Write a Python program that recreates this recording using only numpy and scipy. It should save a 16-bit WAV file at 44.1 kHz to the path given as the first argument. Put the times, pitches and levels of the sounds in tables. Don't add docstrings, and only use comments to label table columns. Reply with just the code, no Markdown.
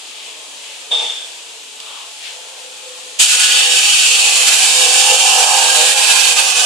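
import sys
import numpy as np
from scipy import signal
from scipy.fft import rfft, irfft
from scipy.io import wavfile
from scipy.ndimage import uniform_filter1d

SR = 44100
rng = np.random.default_rng(int(sys.argv[2]) if len(sys.argv) > 2 else 0)


def dump(signal):
    limited = np.clip(np.atleast_2d(signal).T, -1, 1)
    pcm = np.round(limited * 32767).astype(np.int16)
    wavfile.write(sys.argv[1], SR, pcm)


N = 293265
TIME = np.arange(N) / SR


def amp(db):
    return 10 ** (np.asarray(db) / 20)


def unit(x):
    return x / np.sqrt(np.mean(x ** 2) + 1e-20)


def follow(rows, column=1):
    rows = np.asarray(rows)
    return np.interp(TIME, rows[:, 0], rows[:, column])


def at_hz(points, hz):
    point_hz, value = np.transpose(points)
    return np.interp(np.log(hz + 1), np.log(point_hz + 1), value)


def bump(peak_s, length_s):
    return .5 ** ((2 * (TIME - peak_s) / length_s) ** 2)


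def swell(start_s, db, attack_s, hold_s, fade_db_per_s):
    age = TIME - start_s
    fade_db = fade_db_per_s * np.maximum(age - attack_s - hold_s, 0)
    return np.clip(age / attack_s, 0, 1) * amp(db - fade_db)


def panned(db):
    return amp(np.array([db, -db]).reshape(2, -1) / 2)


def wander(rate_hz):
    ticks = TIME[::32]
    hz = np.fft.rfftfreq(len(ticks), ticks[1])
    spectrum = rfft(rng.standard_normal(len(ticks))) / (1 + (hz / rate_hz) ** 4)
    slow = irfft(spectrum, len(ticks))
    return np.interp(TIME, ticks, unit(slow))


def patches(field, size):
    over_time = uniform_filter1d(field, size[0], axis=1)
    return unit(uniform_filter1d(over_time, size[1], axis=2))


# pitch_hz [Hz], likeness [1 = identical]
LIKENESS = [(100, .7), (650, 0.75), (1300, 0.08), (3000, 0.22), (7000, .28), (14000, 0.23)]


def noise(colour, comb_db=0, ripple_db=0):
    hz, frames = np.fft.rfftfreq(2048, 1 / SR), N // 512 + 5
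    real, imaginary, far, near = rng.standard_normal((4, 2, frames, len(hz)))
    left, other = real + 1j * imaginary
    same = np.clip(at_hz(LIKENESS, hz), -1, 1)
    right = same * left + np.sqrt(1 - same ** 2) * other
    fine_db = comb_db * patches(far + far.mean(0), size=(36, 2))
    broad_db = ripple_db * patches(near + near.mean(0), size=(50, 11))
    spectra = np.array([left, right]) * amp(at_hz(colour, hz) + fine_db + broad_db)
    sound = signal.istft(spectra.swapaxes(1, 2), nperseg=2048, noverlap=1536)[1][:, :N]
    return sound / sound.mean(0).std()


def ringing(modes):
    hz = np.fft.rfftfreq(N, 1 / SR)
    power = 0
    for pitch_hz, width_hz, db in modes:
        resonance = unit(1 / (1 + (2 * (hz - pitch_hz) / width_hz) ** 2))
        power = power + (amp(db) * resonance) ** 2
    drive = rng.standard_normal((2, N)) + 0.85 * rng.standard_normal(N)
    sound = irfft(rfft(drive) * np.sqrt(power), N)
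    return sound / sound.mean(0).std()


# pitch_hz [Hz], relative_level_db [dB per Hz]
SHOP_COLOUR = [(40, -50), (90, -39), (180, -26.5), (260, -6.5), (380, -6), (450, 0.5), (600, 0.5), (860, 1),
               (1100, 0), (1500, -3), (2000, -8), (3000, -4.5), (5000, -58)]


def workshop(murmur_db=-45.5, whine_db=-54):
    murmur = noise(SHOP_COLOUR, comb_db=2.5, ripple_db=1.5) * panned(1.0)
    whine = ringing([(443, 6, -3), (865, 8, 0)])
    return amp(murmur_db + 0.43 * wander(6)) * murmur + amp(whine_db) * whine


# time_s [s], level_db [dB]
LEAK_LEVEL = [(0, -36.5), (.7, -34.3), (1.5, -36.5), (2.3, -34.5), (2.65, -35.5), (3.15, -34)]
# pitch_hz [Hz], relative_level_db [dB per Hz]
LEAK_COLOUR = [(900, -34), (1700, -18.5), (2100, -17), (2450, -9.5), (3200, -6.5), (4200, -9.5),
               (5600, -13.5), (7400, -10), (9000, -14.5), (11000, -22.5), (12500, -32), (14700, -40)]


def leak():
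    return amp(follow(LEAK_LEVEL) + .5 * wander(10)) * noise(LEAK_COLOUR, comb_db=1.5) * panned(1.2)


# peak_s [s], length_s [s],
# level_db [dB], pitch_hz [Hz], width_octaves [octaves]
SOFT_BURSTS = [(0.245, 0.29, -36.5, 3000, 0.47), (0.687, 0.19, -37.5, 2750, 0.46), (1.95, .2, -35, 3050, 0.37),
               (1.95, 0.22, -41, 1050, 0.43), (2.27, 0.099, -29.5, 3020, 0.66)]


def soft_bursts():
    hz, puffs = np.fft.rfftfreq(N, 1 / SR) + 1, 0
    for peak_s, length_s, db, pitch_hz, width_octaves in SOFT_BURSTS:
        band = 1 / (1 + (np.log2(hz / pitch_hz) / width_octaves) ** 2 / 2) ** 2
        drive = rng.standard_normal((2, N)) + 0.8 * rng.standard_normal(N)
        air = irfft(rfft(drive) * band, N)
        puffs = puffs + amp(db) * bump(peak_s, length_s) * unit(air)
    return puffs * panned(3.5)


# start_s [s], level_db [dB]
CLICKS = [(1.8015, -27.5)]
# pitch_hz [Hz], relative_level_db [dB per Hz]
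CLICK_COLOUR = [(200, -50), (600, -16), (2000, -14), (2800, 2), (3900, -1), (4800, 2), (5400, -13),
                (7800, -6), (12000, -27), (15000, -50)]


def relay(snap_s=0.0034, tail_s=0.081, tail_db=-15):
    envelope = 0
    for start_s, db in CLICKS:
        age = np.maximum(TIME - start_s, 0)
        snap = np.exp(-(age / snap_s) ** 2)
        echo = amp(tail_db) * np.exp(-age / tail_s)
        envelope = envelope + amp(db) * (TIME > start_s) * (snap + echo)
    return envelope * noise(CLICK_COLOUR)


# pitch_hz [Hz], width_hz [Hz], relative_level_db [dB]
HUM_MODES = [(501.1, 7.4, -0.19), (526, 6.7, -2)]
HUM_START_S, HUM_ATTACK_S, HUM_PEAK_S = 2.3, .06, 2.88
HUM_DB = -42.5
HUM_GROWTH_DB_PER_S, HUM_FADE_DB_PER_S = 12, 35
HUM_THROB_HZ, HUM_THROB_DB = 4.3, 2.5


def panel():
    to_peak = HUM_PEAK_S - TIME
    level_db = HUM_DB - np.maximum(HUM_GROWTH_DB_PER_S * to_peak, -HUM_FADE_DB_PER_S * to_peak)
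    throb_db = HUM_THROB_DB * np.cos(2 * np.pi * HUM_THROB_HZ * to_peak)
    attack = np.clip((TIME - HUM_START_S) / HUM_ATTACK_S, 0, 1)
    return attack * amp(level_db + throb_db) * ringing(HUM_MODES)


# start_s [s], squeal_level_db [dB], hold_s [s]
SLIPS = [(0.908, -14.5, .038), (.981, -19, .014), (1.024, -19.5, .068), (1.165, -26.5, .06)]
SLIP_ATTACK_S, SLIP_FADE_DB_PER_S = .013, 135
# pitch_hz [Hz], width_hz [Hz], relative_level_db [dB]
SQUEAL_MODES = [(3650, 25, -1), (3557, 81, -4.5), (3405, 190, -6), (3100, 390, -16)]
# pitch_hz [Hz], relative_level_db [dB per Hz]
SCRAPE_COLOUR = [(300, -37), (1200, -10), (2000, -7), (2600, 1), (4300, -2), (6000, -7), (8500, -7),
                 (13000, -37), (16000, -45)]
# pitch_hz [Hz], width_hz [Hz], relative_level_db [dB]
FRAME_MODES = [(466, 73, 1), (660, 160, -0.5), (855, 140, 4), (1190, 110, -6.5)]
# level_db [dB], attack_s [s], hold_s [s], fade_db_per_s [dB per s]
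SCRAPE_SHAPE = (-28, .012, .1, 38)
SHUDDER_SHAPE = (-31.5, 0, .13, 150)
# peak_s [s], length_s [s], change_db [dB]
KNOCK = (0.94, .022, 5.4)


def slide(chatter_db=1.3, breakup_db_per_s=45):
    start_s = SLIPS[0][0]
    (pitch_hz, waver_hz, tone_db), *side_modes = SQUEAL_MODES
    shaky_hz = pitch_hz + 0.67 * waver_hz * wander(60)
    tone = np.sqrt(2) * np.sin(2 * np.pi * np.cumsum(shaky_hz) / SR)
    purity = amp(tone_db - breakup_db_per_s * np.clip(TIME - start_s, 0, 1))
    voice = purity * tone + amp(-5.5) * ringing(side_modes)
    slip_power = sum(swell(s, db, SLIP_ATTACK_S, hold_s, SLIP_FADE_DB_PER_S) ** 2 for s, db, hold_s in SLIPS)
    squeal = np.sqrt(slip_power) * amp(chatter_db * wander(90)) * voice
    scrape = swell(start_s, *SCRAPE_SHAPE) * noise(SCRAPE_COLOUR, comb_db=4.0)
    knock_s, knock_length_s, knock_db = KNOCK
    knock = amp(knock_db * bump(knock_s, knock_length_s))
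    shudder = swell(start_s, *SHUDDER_SHAPE) * knock * ringing(FRAME_MODES)
    return squeal + scrape + shudder


# time_s [s], strokes_hz [strokes per s]
PUMP_SPEED = [(3.2, 46), (4.0, 44.8), (4.5, 42.3), (4.85, 42.3), (5.2, 43.7), (6.65, 43.7)]
# time_s [s], effort_db [dB]
PUMP_EFFORT = [(3.2, -46), (3.6, -35), (4.2, -37), (4.9, -27), (5.55, -21.7), (6.4, -31), (6.65, -30)]
# pitch_hz [Hz], relative_level_db [dB]
PUMP_LOW = [(300, -29.5), (350, -16), (435, -17.5), (478, 1.5), (500, 5), (525, 2.5), (565, -41),
            (612, -0.5), (660, -16)]
PUMP_HIGH = [(650, -19), (700, -7), (740, 5.5), (825, 8.5), (872, -12), (915, 7), (960, -18), (1048, -3),
             (1180, -17), (1265, -4.5), (1350, -33), (1530, -6), (1660, -19), (1750, -30)]
# peak_s [s], length_s [s], change_db [dB]
BOOMS = [(3.76, .14, 8), (4.25, .2, 3), (4.882, .12, 8.5), (5.13, .07, 9), (5.79, .14, 5.5)]
LOW_DB, REFERENCE_EFFORT_DB, LOW_SHARE = -37, -27.5, .65
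LOW_PAN_DB, HIGH_PAN_DB = -7.5, -4.5


def pump(turns, rough=0.51, waver_db=1.1):
    speed_hz, effort_db, sound = follow(PUMP_SPEED), follow(PUMP_EFFORT), 0
    boom_db = sum(db * bump(peak_s, length_s) for peak_s, length_s, db in BOOMS)
    low_db = LOW_DB + LOW_SHARE * (effort_db - REFERENCE_EFFORT_DB) + boom_db
    for casing, level_db, pan_db in [(PUMP_LOW, low_db, LOW_PAN_DB), (PUMP_HIGH, effort_db, HIGH_PAN_DB)]:
        drone = 0
        first, last = np.ceil(casing[0][0] / speed_hz[-1]), casing[-1][0] / speed_hz[-1]
        for multiple in np.arange(first, last):
            phase = 2 * np.pi * (multiple * turns + rng.random()) + 0.68 * wander(9.6)
            strength = amp(at_hz(casing, multiple * speed_hz)) * (1 + rough * wander(10.3))
            drone = drone + strength * np.cos(phase)
        sound = sound + amp(level_db + waver_db * wander(5.4)) * unit(drone) * panned(pan_db)
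    return sound


# time_s [s], level_db [dB]
ROAR_LEVEL = [(3.2, -31.5), (3.55, -29.5), (4.2, -28.7), (4.5, -26), (4.8, -27.8), (5.4, -25.5),
              (6.65, -28.5)]
# pitch_hz [Hz], relative_level_db [dB per Hz]
ROAR_COLOUR = [(180, -44), (320, -26.5), (430, -10), (500, -18), (570, -5), (680, -3.5), (820, 2),
               (1000, 0.5), (1300, -2.5), (1500, 2), (1850, -0.5), (2200, -2), (2900, -15), (4800, -70)]
BASS_EDGE_HZ, BASS_THIN_DB, BASS_FILL_S = 1050, -7, 1.5


def roar(age, comb_db=4.6, ripple_db=2.7):
    full = noise(ROAR_COLOUR, comb_db=comb_db, ripple_db=ripple_db)
    low_pass = signal.butter(4, BASS_EDGE_HZ, fs=SR, output="sos")
    bass = signal.sosfiltfilt(low_pass, full)
    bass_gain = amp(BASS_THIN_DB * np.maximum(1 - age / BASS_FILL_S, 0))
    return amp(follow(ROAR_LEVEL)) * (full - bass + bass_gain * bass) * panned(-1.8)


# peak_s [s], length_s [s], level_db [dB], pitch_hz [Hz], width_hz [Hz]
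WHISTLES = [(3.46, .3, -30.5, 1466, 16), (4.2, .35, -26, 4480, 170), (4.5, .12, -35, 1466, 30),
            (5.0, .12, -24, 3400, 400), (5.32, .22, -20.5, 2770, 220)]


def nozzle_whistles():
    whistles = 0
    for peak_s, length_s, db, pitch_hz, width_hz in WHISTLES:
        shaky_hz = pitch_hz + .5 * width_hz * wander(width_hz)
        tone = np.sqrt(2) * np.sin(2 * np.pi * np.cumsum(shaky_hz) / SR)
        whistles = whistles + amp(db) * bump(peak_s, length_s) * tone
    return whistles


# time_s [s], hiss_level_db [dB], pipe_level_db [dB]
JET_LEVELS = [(3.2, -13.7, -17), (3.62, -16.7, -13.2), (3.95, -14.7, -14.8), (4.25, -15.2, -17),
              (5.0, -14.4, -16.5), (5.55, -15, -17.2), (6.25, -14.7, -14.6), (6.5, -17.3, -18.6),
              (6.65, -17, -17.6)]
# pitch_hz [Hz], relative_level_db [dB per Hz]
HISS_COLOUR = [(2350, -35), (4000, -7.5), (4450, -3), (4800, -1.5), (5800, -3.5), (7000, 0.5), (7550, 1.5),
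               (7850, -0.5), (8350, -1), (9300, -3), (10000, -7), (12000, -17.5), (14700, -28.5)]
PIPE_COLOUR = [(1120, -41), (1900, -15.5), (2160, -18.5), (2320, -1.5), (2580, 2), (3100, 2), (3350, -3),
               (3650, 0), (3990, -6.5), (4300, -7), (5590, -69), (9460, -120)]
# pitch_hz [Hz], width_hz [Hz], relative_level_db [dB]
LINE_MODES = [(2620, 40, 0), (2894, 40, -2), (3118, 40, 0), (3358, 30, -4), (3633, 30, -6), (3779, 45, -3),
              (4400, 110, -2), (4545, 70, -1.5), (8333, 50, -5)]
# peak_s [s], length_s [s], change_db [dB]
SPURTS = [(4.485, .02, 3), (4.645, .04, 2), (5.0, .045, 1.8), (5.172, .025, -3.5), (5.47, .05, -2.7),
          (5.945, .03, -3.5), (6.11, .025, 2.5), (6.352, .025, -5), (6.395, .022, 3), (6.545, .035, -3.5)]
VALVE_S, VALVE_OPENING_S = 3.187, .014
SURGE_DB, SURGE_HZ, SURGE_DECAY_S = 5, 8.9, 0.13
JET_PAN_DB, JET_DRIFT_DB_PER_S = -1.2, -1.05


def jet(turns, flutter_db=0.66, throb_db=0.34):
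    age = np.maximum(TIME - VALVE_S, 0)
    flutter = flutter_db * wander(26)
    throb = throb_db * np.sin(2 * np.pi * turns)
    surge = SURGE_DB * np.exp(-age / SURGE_DECAY_S) * np.sin(2 * np.pi * SURGE_HZ * age)
    spurts = sum(db * bump(peak_s, length_s) for peak_s, length_s, db in SPURTS)
    flow_db = flutter + throb + surge + spurts
    hiss = amp(follow(JET_LEVELS)) * noise(HISS_COLOUR, comb_db=3.0, ripple_db=0.9)
    pipe = noise(PIPE_COLOUR, comb_db=3.0, ripple_db=2.0) + amp(-3.8) * ringing(LINE_MODES)
    pipe = amp(follow(JET_LEVELS, column=2)) * pipe / pipe.mean(0).std()
    gas = hiss + pipe + roar(age) + nozzle_whistles()
    return amp(flow_db) * gas * panned(JET_PAN_DB + JET_DRIFT_DB_PER_S * age)


def scene():
    turns = np.cumsum(follow(PUMP_SPEED)) / SR
    valve = np.clip((TIME - VALVE_S) / VALVE_OPENING_S, 0, 1)
    background = workshop() + leak() + soft_bursts()
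    return background + relay() + panel() + slide() + valve * (pump(turns) + jet(turns))


# pitch_hz [Hz], left_minus_right_db [dB]
PORT_BALANCE = [(700, 0), (1300, 1.2), (3100, 1.7), (5800, -1.4), (9500, 1), (13000, 0)]


def record(dry, low_cut_hz=165, ceiling=.91, edge_hz=14950):
    high_pass = signal.butter(6, low_cut_hz, "highpass", fs=SR, output="sos")
    thin = signal.sosfilt(high_pass, dry)
    hz = np.fft.rfftfreq(N, 1 / SR)
    thin = irfft(rfft(thin) * panned(at_hz(PORT_BALANCE, hz)), N)
    clipped = np.clip(thin, -ceiling, ceiling)
    low_pass = signal.firwin(511, edge_hz, window=("kaiser", 9), fs=SR)
    return signal.oaconvolve(clipped, low_pass[None], "same")


dry = scene()
out = record(dry)
dump(out)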